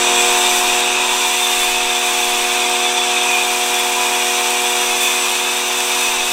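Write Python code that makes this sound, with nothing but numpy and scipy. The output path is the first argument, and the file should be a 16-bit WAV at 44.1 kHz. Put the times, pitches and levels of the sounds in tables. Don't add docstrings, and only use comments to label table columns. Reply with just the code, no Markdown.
import sys
import numpy as np
from scipy import signal
from scipy.fft import rfft, irfft, next_fast_len
from scipy.io import wavfile
from scipy.ndimage import map_coordinates

SR = 44100
rng = np.random.default_rng(int(sys.argv[2]) if len(sys.argv) > 2 else 0)


def master(y):
    cut = np.clip(np.atleast_2d(y).T, -1, 1)
    pcm = np.round(cut * 32767)
    wavfile.write(sys.argv[1], SR, pcm.astype(np.int16))


N = 278712
TIME = np.arange(N) / SR

# t/s, level/dB
LANCE_RUSH = [(0, 3.5), (.5, 2.5), (.92, 1), (1.55, 0.5), (1.85, -0.3), (2.15, .3), (2.5, -.5), (3.2, 0.4),
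              (3.85, -.4), (4.1, .2), (5.1, 0), (5.65, -1.2), (6.0, 0.1), (6.32, -1.7)]
# middle t/s, length/s, f/Hz, level/dB, glide/(Hz/s)
LANCE_WHISTLES = [(.17, 0.13, 3420, -20, -400), (.21, .28, 2450, -20, -600), (.22, .35, 7670, -21, -3),
                  (.45, .3, 3600, -21, -300), (.7, 0.19, 2506, -24, 2), (1.0, .3, 2525, -19.5, -400),
                  (1.079, .34, 965, -21.5, -5), (1.25, .2, 3553, -20, -900), (1.419, .16, 3540, -21, -200),
                  (1.63, .16, 3560, -20, 704), (1.78, .36, 2570, -23, 1300), (1.97, .1, 3500, -21, 0),
                  (2.16, .12, 3470, -27, 4), (2.86, .14, 3430, -19, -400), (2.86, .14, 2548, -24, 400),
                  (3.0, 0.11, 3490, -17, -2), (3.2, 0.13, 3585, -20, -2), (3.33, 0.39, 2480, -17.5, -500),
                  (3.79, .18, 3490, -22, 302), (4.02, 0.29, 980, -24, 0), (4.67, .16, 3440, -25.5, 0),
                  (5.05, .14, 2490, -19, -400), (5.06, 0.18, 3464, -22, -200), (5.208, .2, 7750, -23, 2),
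                  (5.47, .16, 3540, -24.5, 0), (6.002, 0.27, 6010, -27, 0), (6.05, .2, 2530, -21, 0),
                  (6.16, .2, 896, -24, 0)]
# t/s, relative level/dB
FOAM_LANDING = [(0.0, -39), (0.14, -34), (0.6, -31.5), (0.98, -39.5), (1.11, -34.5), (1.65, -31),
                (1.81, -37), (2.18, -33), (2.83, -37), (2.92, -39.5), (3.55, -33.5), (4.96, -33.5),
                (5.03, -28.5), (5.12, -32.5), (5.67, -35.5), (6.07, -31.5), (6.2, -38), (6.32, -31.5)]


def washer(shaft):
    # t/s, level/dB of rotor, pump order 6, order 9
    drone = [(0, -26, -29, -26), (0.28, -27.5, -27, -23.5), (0.52, -28, -37.5, -23),
             (0.78, -30.5, -30.5, -25), (0.97, -30, -35, -28.5), (1.15, -32, -36, -31),
             (1.27, -33, -35, -27.3), (2.0, -32.5, -34, -26.3), (2.7, -30.5, -32, -24.7),
             (3.45, -32, -33, -25.5), (4.85, -31.5, -31, -26.7), (5.35, -33, -35.3, -33.3),
             (6.0, -33, -33.5, -31.5), (6.32, -34.5, -37.5, -30.5)]
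    # multiple of shaft rate, level/dB
    pump_orders = [(1, -65.5), (2, -64), (4, -49), (5, -47.5), (7, -50), (8, -39), (10, -38.5), (11, -38),
                   (12, -36.5), (13, -44.5), (14, -40.5), (15, -38), (16, -44.5), (17, -43), (18, -44.5),
                   (19, -44.5), (20, -42.5), (21, -44), (24, -67), (50, -46)]
    # multiple of rotor rate, level/dB
    motor_orders = [(2, -41), (3, -52), (7, -51), (11, -45)]
    gear_ratio = 4.548
    rotor = gear_ratio * shaft
    rotor_db, sixth_db, ninth_db = in_time(drone)
    swing_db = rotor_db - rotor_db.mean()
    strokes = (3, -40 + 0.64 * swing_db), (6, sixth_db), (9, ninth_db)
    pistons = sum(tone(order * shaft, db, unsteady=.06) for order, db in strokes)
    knock = sum(tone(order * shaft, db + 0.53 * swing_db, unsteady=0.17) for order, db in pump_orders)
    whine = tone(rotor, rotor_db, unsteady=0.069)
    whine += sum(tone(order * rotor, db, unsteady=0.042) for order, db in motor_orders)
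    side_tone = tone(rotor - shaft, rotor_db - 15.5, unsteady=0.1)
    return pistons + knock + whine + side_tone


def lance(shaft):
    # t/s, relative shift
    foam_mix = [(0, 0.0075), (.8, 0.017), (1.6, 0.0014), (2.7, -0.0074), (3.4, 0), (4.1, -.014),
                (5.1, -.005), (5.5, 0.015), (6.32, 0.0076)]
    # f/Hz, level/dB, width/Hz, skirt/Hz, wander/Hz,
    # weights of rush, foam shift and pump ripple, trend/(dB/s)
    resonances = [(947.6, -31.5, 150, 166, 14.04, 1.3, .3, 1, 0.04),
                  (2524, -24.5, 330, 430, 20, .4, 1, 0.35, -.1),
                  (3521, -26, 280, 310, 20, 0.69, 1, 0, -0.25), (5980, -30, 420, 870, 25, 1.7, .2, 0, 0.56),
                  (7823, -30, 820, 700, 110, 1.74, -.5, 0, 0)]
    rush_db, = in_time(LANCE_RUSH)
    shift, = in_time(foam_mix)
    ripple = 0.11 * np.sin(2 * np.pi * shaft) + 0.16 * np.sin(4 * np.pi * shaft)
    out = np.zeros(N)
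    for hz, db, width_hz, skirt_hz, wander_hz, follows, shifts, throbs, db_per_s in resonances:
        level_db = db + follows * rush_db + db_per_s * (TIME - TIME.mean())
        level_db -= 0.5 * whistling(hz, width_hz)
        ringing = resonance(hz * (1 + shifts * shift), width_hz, skirt_hz, wander_hz)
        out += from_db(level_db) * (1 + throbs * ripple) * ringing
    return out


def resonance(centre_hz, width_hz, skirt_hz, wander_hz):
    flare_db = 0.48 * drift(9)
    focus = np.clip(0.13 + 0.091 * flare_db, 0, .7)
    rush = np.sqrt(1 - focus) * narrow_noise(width_hz, skirt_hz)
    whistle = np.sqrt(focus) * narrow_noise(width_hz=72, skirt_hz=skirt_hz / 4)
    turns = np.cumsum(centre_hz + wander_hz * drift(14.01)) / SR
    return from_db(flare_db) * rms_one(np.real((rush + whistle) * np.exp(2j * np.pi * turns)))


def jet():
    # f/Hz, relative level/dB
    hiss_colour = [(90, -37), (180, -25), (300, -7.5), (450, -19.5), (700, -13.5), (1100, 3.5), (1350, -4),
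                   (1650, 0), (2000, -1.5), (2900, 3), (3600, 2.5), (4200, -3), (6800, -3), (8500, -1),
                   (9300, -3), (10000, -18.5), (16000, -30)]
    rush_db, = in_time(LANCE_RUSH)
    landing_db, = in_time(FOAM_LANDING)
    raised_db = 1.0 * lance_height()
    level_db = -23 + 0.82 * rush_db + 0.053 * (landing_db - landing_db.mean()) + raised_db
    return coloured(rng.standard_normal(N), hiss_colour) * from_db(level_db + 0.59 * drift(25))


def whistles():
    quiver = rms_one(1 + 0.73 * narrow_noise(width_hz=140, skirt_hz=160))
    waver = 1 + 0.01108 * drift(22.2)
    out = np.zeros(N)
    for s, length_s, hz, db, glide in LANCE_WHISTLES:
        on = np.abs(TIME - s) < length_s / 2
        turns = rng.random() + np.cumsum(hz * waver[on] + glide * (TIME[on] - s)) / SR
        out[on] += from_db(db) * swell(s, length_s)[on] * np.real(quiver[on] * np.exp(2j * np.pi * turns))
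    return out


def whistling(hz, width_hz):
    return sum(swell(s, length_s) for s, length_s, pitch_hz, _, _ in LANCE_WHISTLES
               if abs(pitch_hz - hz) < width_hz)


def spatter():
    # f/Hz, relative level/dB
    crackle_colour = [(1500, -17), (5000, 1.5), (9000, 8), (10500, -1.5), (12000, 1.5), (13800, 1),
                      (14800, -2.5), (16000, -7.5)]
    droplets_per_s = 11000
    landing_db, = in_time(FOAM_LANDING)
    hits = rng.random(N) < droplets_per_s / SR
    sizes = from_db(2.5 * np.minimum(rng.exponential(1, N), 6)) * rng.choice([-1, 1], N)
    return coloured(hits * sizes, crackle_colour) * from_db(landing_db + 7.0 + 0.67 * drift(40))


def drops():
    # t/s, relative level/dB
    slaps = [(.047, -17), (.805, -15), (5.264, -19), (5.805, -14)]
    decay_s = 0.002
    envelope = np.zeros(N)
    for s, db in slaps:
        age = TIME - s
        envelope += (age >= 0) * from_db(db) * np.exp(-np.abs(age) / decay_s)
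    band = signal.butter(2, [1500, 9000], "band", fs=SR, output="sos")
    return 1.2 * envelope * rms_one(signal.sosfilt(band, rng.standard_normal(N)))


def cooling_fan():
    # t/s, level/dB
    fan_level = [(0, -30.5), (1.13, -33), (1.32, -42), (3, -37.8), (4.9, -37.5), (5.5, -36), (6.32, -36)]
    # f/Hz, relative level/dB
    fan_colour = [(30, -19), (70, -16), (110, -23), (170, -9.5), (300, -3.5), (430, -1.5), (550, 5),
                  (700, -0.5), (1100, -1), (1650, 4.5), (2100, -17), (4000, -33)]
    fan_db, = in_time(fan_level)
    return from_db(fan_db) * coloured(rng.standard_normal(N), fan_colour)


def patio(direct):
    # delay/s, relative level/dB
    wall_echoes = [(.0046, -14.5), (.0067, -9.5), (.0094, -8), (0.0154, -9)]
    paving_s = .0021 + 0.001995 * lance_height()
    paths = [(paving_s, -9.0)] + [(s + 0.000167 * drift(1.24), db) for s, db in wall_echoes]
    echoes = sum(from_db(db) * map_coordinates(direct, [(TIME - s) * SR], order=1, mode="mirror")
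                 for s, db in paths)
    dulled = signal.sosfilt(signal.butter(1, 7000, fs=SR, output="sos"), echoes)
    return from_db(-0.91) * (direct + dulled)


def lance_height():
    # middle t/s, length/s, share of full height
    lifts = [(1.6, 0.44, .25), (2.417, 1.197, 1), (3.25, .5, 0.46), (5.196, 0.797, 0.408), (6.3, 1.33, .7)]
    return sum(height * swell(s, length_s) for s, length_s, height in lifts)


def breeze():
    # middle t/s, length/s, level/dB
    gusts = [(.6, 2.7, -46), (1.72, 0.55, -38), (2.25, 1.1, -46), (4.949, 0.27, -49), (6.18, .5, -42)]
    # f/Hz, relative level/dB
    wind_colour = [(12, 10), (22, 6), (45, -13), (90, -20), (250, -44)]
    strength = from_db(-53.5) + sum(from_db(db) * swell(s, length_s) for s, length_s, db in gusts)
    return strength * from_db(drift(6)) * coloured(rng.standard_normal(N), wind_colour)


def tone(turns, level_db, unsteady):
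    phase = 2 * np.pi * (turns + rng.random()) + unsteady * drift(9.0)
    return np.sqrt(2) * from_db(level_db) * (1 + unsteady * drift(18)) * np.sin(phase)


def narrow_noise(width_hz, skirt_hz):
    ringing = rng.standard_normal(N + 4000) + 1j * rng.standard_normal(N + 4000)
    for reach_hz in (width_hz / 2, skirt_hz):
        ringing = signal.lfilter([1], [1, -np.exp(-2 * np.pi * reach_hz / SR)], ringing)
    return rms_one(ringing[-N:])


def coloured(x, colour):
    hz, db = np.transpose(colour)
    size = next_fast_len(N)
    bins = np.maximum(np.arange(size // 2 + 1) * SR / size, 1)
    gain = from_db(np.interp(np.log(bins), np.log(hz), db))
    return rms_one(irfft(rfft(x, size) * gain, size)[:N])


def drift(rate_hz):
    size = next_fast_len(N)
    bins = np.arange(size // 2 + 1) * SR / size
    return rms_one(irfft(rfft(rng.standard_normal(size)) / (1 + (bins / rate_hz) ** 2), size)[:N])


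def swell(middle_s, length_s):
    return np.cos(np.pi * np.clip((TIME - middle_s) / length_s, -.5, .5)) ** 2


def in_time(rows):
    s, *columns = np.transpose(rows)
    return [np.interp(TIME, s, c) for c in columns]


def from_db(db):
    return 10 ** (np.asarray(db) / 20)


def rms_one(x):
    return x / np.sqrt(np.mean(np.abs(x) ** 2) + 1e-20)


def scene():
    # t/s, f/Hz
    shaft_speed = [(0, 79.4), (0.3, 80.04), (0.8, 80.1), (1.1, 80.66), (1.45, 80.58), (1.95, 80.33),
                   (2.4, 80.12), (3.55, 80.5), (3.95, 80.3), (4.3, 80.4), (4.9, 80.47), (6.32, 80.5)]
    shaft_hz, = in_time(shaft_speed)
    shaft = np.cumsum(shaft_hz) / SR
    machine = washer(shaft) + cooling_fan()
    spray = patio(lance(shaft) + jet()) + whistles()
    sound = machine + spray + spatter() + drops() + breeze()
    return np.stack([sound, sound])


def record(dry):
    cutoff_hz = 15750
    return signal.sosfilt(signal.ellip(12, .1, 90, cutoff_hz, fs=SR, output="sos"), dry)


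dry = scene()
out = record(dry)
master(out)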